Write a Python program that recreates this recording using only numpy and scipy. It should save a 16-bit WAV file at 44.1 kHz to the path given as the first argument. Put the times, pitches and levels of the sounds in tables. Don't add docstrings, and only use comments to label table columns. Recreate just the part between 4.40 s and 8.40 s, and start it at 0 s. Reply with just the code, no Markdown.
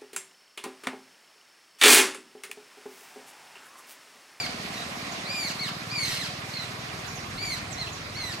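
import sys
import numpy as np
from scipy import signal
from scipy.fft import rfft, irfft
from scipy.io import wavfile

SR = 44100
rng = np.random.default_rng(int(sys.argv[2]) if len(sys.argv) > 2 else 0)


def int16_out(signal):
    q = np.round(np.clip(np.atleast_2d(signal).T, -1, 1) * 32767)
    wavfile.write(sys.argv[1], SR, q.astype(np.int16))


N = 176400
TIME_S = np.arange(N) / SR
BINS_HZ = np.arange(N // 2 + 1) * SR / N
TOP_HZ = 15500
EARS = np.array([[1], [-1]])


def undb(db):
    return 10 ** (np.asarray(db) / 20)


def unit(x):
    return x / np.sqrt(np.mean(x ** 2))


def curve(table, t, column=1):
    rows = np.array(table, float)
    return np.interp(t, rows[:, 0], rows[:, column])


def spectrum(table, hz, column=1):
    rows = np.array(table, float)
    return np.interp(np.log(np.maximum(hz, 1)), np.log(rows[:, 0]), rows[:, column])


def wander(rate_hz):
    return unit(irfft(rfft(rng.standard_normal(N)) / (1 + (BINS_HZ / rate_hz) ** 2), N))


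def squawks(calls, harmonics=10, attack_s=.0076, release_s=.01):
    # freq_hz, gain_db
    throat = [(1100, -7.5), (1750, -6), (2100, -5.5), (2400, 0.5), (3100, -4), (3700, -4.5), (4300, 2),
              (4900, -1.5), (5700, -8), (7000, -9.5), (9500, -19), (12000, -21), (15500, -37)]
    # freq_hz, density_db
    hiss_shape = [(900, -15), (1700, 0), (5000, 2.5), (7000, -12), (12500, -10), (15500, -35)]
    dull_db, rasp_db, brightest_at = -22, -4, .6
    hiss = unit(irfft(rfft(rng.standard_normal(N)) * undb(spectrum(hiss_shape, BINS_HZ)), N))
    jitter = .035 * wander(220)
    flutter = [3.5 * wander(110) for _ in range(harmonics)]
    smear = [.2 * min(k, 3) * wander(260) for k in range(harmonics)]
    out = np.zeros(N)
    for overtones_db, course in calls:
        start_s, end_s = course[0][0], course[-1][0]
        on = (TIME_S > start_s) & (TIME_S < end_s)
        t = TIME_S[on]
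        progress = (t - start_s) / (end_s - start_s)
        pitch_hz, level_db = curve(course, t), curve(course, t, column=2)
        rough = np.clip(curve(course, t, column=3), 0, 1)
        phase = 2 * np.pi * np.cumsum(pitch_hz * (1 + rough * jitter[on])) / SR
        bright = undb(overtones_db + dull_db * np.minimum(progress / brightest_at - 1, 0) ** 2)
        voice = 0
        for k in range(1, harmonics + 1):
            gain_db = spectrum(throat, k * pitch_hz) + (.5 + rough) * flutter[k - 1][on]
            gain = undb(gain_db) * (bright if k > 2 else 1) * (k * pitch_hz < TOP_HZ)
            voice += gain * np.sin(k * phase + (.5 + 2 * rough) * smear[k - 1][on])
        rasp = undb(rasp_db) * np.sqrt(bright) * rough * hiss[on] * (1 + np.cos(phase) / 2)
        attack = np.minimum((t - start_s) / attack_s, 1)
        release = np.sqrt(np.minimum((end_s - t) / release_s, 1))
        out[on] += attack * release * (voice * (1 - rough ** 2 / 2) + rasp) * undb(level_db)
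    return out


def big_birds(wet_db=-.5):
    # (time_s, pitch_hz, level_db, roughness 0-1)
    near_calls = [(-4, [(-.15, 2300, -34, .1), (0, 2387, -27.5, 0.25), (.03, 2258, -36, 0.15),
                  (.055, 2127, -33, 0.42), (.074, 1090, -35, 0.6)]), (1, [(.845, 1810, -43, .2),
                  (.875, 2205, -36.5, 0.2), (.92, 2449, -34.5, 0.14), (.97, 2408, -34.5, 0.08),
                  (1.03, 2280, -31.5, 0.22), (1.07, 2130, -33, 0.27), (1.092, 1847, -36.5, 0.36),
                  (1.13, 898, -38, 0.7)]), (-5, [(1.188, 1960, -37, 0.16), (1.208, 2250, -32.5, .1),
                  (1.232, 2160, -30.5, 0.32), (1.25, 1940, -35, 0.2), (1.272, 1751, -33.5, 0.6),
                  (1.302, 1000, -35.5, .7)]), (2, [(1.498, 1996, -37, 0.12), (1.52, 2460, -36, 0),
                  (1.555, 2386, -34, 0.17), (1.585, 2254, -29.5, 0.14), (1.635, 2168, -31, 0.46),
                  (1.68, 1980, -32, .9), (1.745, 1794, -35, 0.86), (1.785, 1194, -40.5, .9)]),
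                  (1, [(1.7, 2100, -40, 0.69), (1.745, 2177, -40, 0.73), (1.81, 2042, -36, 0.5),
                  (1.858, 1474, -38, 0.5), (1.885, 1000, -40, .7)]), (2, [(2.955, 1200, -50, .2),
                  (2.972, 1960, -44, 0.2), (2.988, 2210, -36, 0), (3.037, 2360, -34, 0.16),
                  (3.115, 2157, -34.5, 0.23), (3.138, 2049, -34.5, 0.3), (3.162, 1796, -41.5, .4),
                  (3.19, 960, -40.5, .6)]), (-8, [(3.345, 1298, -52, .2), (3.365, 1906, -45, 0.12),
                  (3.395, 2153, -36, 0.06), (3.418, 2083, -32, .2), (3.46, 1680, -45, 0.2),
                  (3.487, 1094, -36, 0.7)]), (0.5, [(3.742, 1896, -44, 0.17), (3.772, 2248, -37, 0),
                  (3.82, 2080, -36, 0.22), (3.88, 1966, -37.5, 0.15), (3.915, 1820, -40, 0.4),
                  (3.955, 1055, -41, 0.74)])]
    far_calls = [(-9, [(.33, 2095, -36.5, 1), (.43, 1810, -39.5, 0.85)]), (-13, [(2.13, 2232, -40.5, .6),
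                 (2.25, 1917, -38, 0.47)])]
    # freq_hz, left_minus_right_db, right_lead_rad
    image = [(1000, 6, 0.88), (2210, -5, 0.7), (4400, -2.5, 1), (6400, -1.5, 1), (9000, -2.5, 0)]
    calls = squawks(near_calls) + squawks(far_calls)
    ringing = calls + undb(wet_db) * grove(calls)
    balance = undb(EARS * spectrum(image, BINS_HZ) / 2)
    phase_shift = np.exp(-1j * EARS * spectrum(image, BINS_HZ, column=2) / 2)
    return irfft(rfft(ringing) * balance * phase_shift, N)


def small_bird(floor_hz=5270, wet_db=3, left_minus_right_db=-16.5):
    # start_s, top_hz, fall_s, level_db
    chirps = [(.708, 7200, .018, -48.5), (2.668, 7100, 0.015, -47), (2.745, 6750, 0.029, -49.5),
              (3.308, 7800, 0.022, -45), (3.513, 7200, 0.023, -49)]
    waver = 1 + .02 * wander(190)
    out = np.zeros(N)
    for start_s, top_hz, fall_s, level_db in chirps:
        length_s = 2 * fall_s
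        on = (TIME_S > start_s) & (TIME_S < start_s + length_s)
        t = TIME_S[on] - start_s
        pitch_hz = (floor_hz + (top_hz - floor_hz) / (1 + (t / fall_s) ** 4)) * waver[on]
        envelope = undb(level_db) * np.sqrt(np.sin(np.pi * t / length_s))
        out[on] += envelope * np.sin(2 * np.pi * np.cumsum(pitch_hz) / SR)
    return (out + undb(wet_db) * grove(out)) * undb(EARS * left_minus_right_db / 2)


def grove(x, t60_s=.52, early_s=.0065, early_db=5, cutoff_hz=7440):
    t = np.arange(SR) / SR
    envelope = undb(-60 * t / t60_s) + undb(early_db) * np.exp(-t / early_s)
    echoes = unit(rng.standard_normal((2, SR)) * envelope) / np.sqrt(SR)
    echoes = signal.sosfilt(signal.butter(2, cutoff_hz, fs=SR, output="sos"), echoes)
    return signal.fftconvolve(x[None], echoes, axes=1)[:, :N]


def engine(scatter_db=.07, start_cycles=.29):
    # time_s, firing_hz
    speed = [(0.0, 18.98), (0.3, 18.81), (0.65, 18.36), (0.8, 19.15), (1.2, 18.81), (2.1, 19.84),
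             (3.0, 20.53), (4.0, 21.02)]
    # time_s, resonance_hz, level_db
    exhaust = [(0, 188, -44), (.8, 196, -45), (1.5, 140, -42), (3, 116, -46)]
    cycles = np.cumsum(curve(speed, TIME_S)) / SR + start_cycles
    hz = np.arange(1, SR // 20 + 1) * 10
    out = np.zeros(N + SR)
    for i in np.flatnonzero(np.diff(np.floor(cycles))):
        resonance_hz = curve(exhaust, i / SR)
        pipe = 1 / (1 + 1j * (hz / resonance_hz - resonance_hz / hz))
        thud = unit(irfft(np.r_[0, pipe ** 3])) / np.sqrt(2)
        level_db = curve(exhaust, i / SR, column=2) + scatter_db * rng.standard_normal()
        out[i:i + len(thud)] += thud * undb(level_db)
    return out[:N]


def town_and_leaves(level_db=-37.5, flicker_db=1.5, middle_hz=716, bands=19):
    # freq_hz, density_db
    shape = [(25, -25), (40, -6.5), (54, -7.5), (100, 1.5), (200, 0.5), (330, -1.5), (520, -3.5), (740, 2),
             (880, -5), (1100, 0.5), (1350, -3), (1600, -3.5), (2400, -4.5), (3100, -9), (4400, -7.5),
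             (5800, -12.5), (8000, -20.5), (12000, -26.5), (15000, -36)]
    # freq_hz, correlation, left_minus_right_db
    image = [(206, 0.93, 0.5), (1220, 0.04, 0), (2530, -.1, -8.5), (4850, 0, -2.5), (8050, 0.97, -1.5)]
    # time_s, gain_db
    hiss = [(0, 3), (4, -0.5)]
    rumble = [(0, 0), (2.2, -9.5), (3, 9.5), (4, 5)]
    middle = [(0, 2), (1.5, -1.5), (4, -0.5)]
    correlation = spectrum(image, BINS_HZ)
    mid, side = rfft(rng.standard_normal((2, N)))
    noise = mid * np.sqrt(1 + correlation) + EARS * side * np.sqrt(1 - correlation)
    noise *= undb(spectrum(shape, BINS_HZ) + EARS * spectrum(image, BINS_HZ, column=2) / 2)
    noise *= (BINS_HZ > 20) & (BINS_HZ < TOP_HZ)
    noise /= np.std(irfft(noise, N))
    band = np.clip(np.floor(2 * np.log2(np.maximum(BINS_HZ, 20) / 20)), 0, bands - 1)
    out = 0
    for k in range(bands):
        centre_hz = 20 * 2 ** ((k + .5) / 2)
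        gain_db = flicker_db * wander(15.7)
        gain_db += curve(hiss, TIME_S) * min(centre_hz / 2500, 1)
        gain_db += curve(rumble, TIME_S) / (1 + (centre_hz / 90) ** 2)
        gain_db += curve(middle, TIME_S) * np.exp(-(2 * np.log2(centre_hz / middle_hz)) ** 2)
        out += irfft(noise * (band == k), N) * undb(gain_db)
    return out * undb(level_db)


def scene():
    return big_birds() + small_bird() + engine() + town_and_leaves()


def record(dry):
    return signal.sosfilt(signal.ellip(8, .2, 70, TOP_HZ, fs=SR, output="sos"), dry)


dry = scene()
out = record(dry)
int16_out(out)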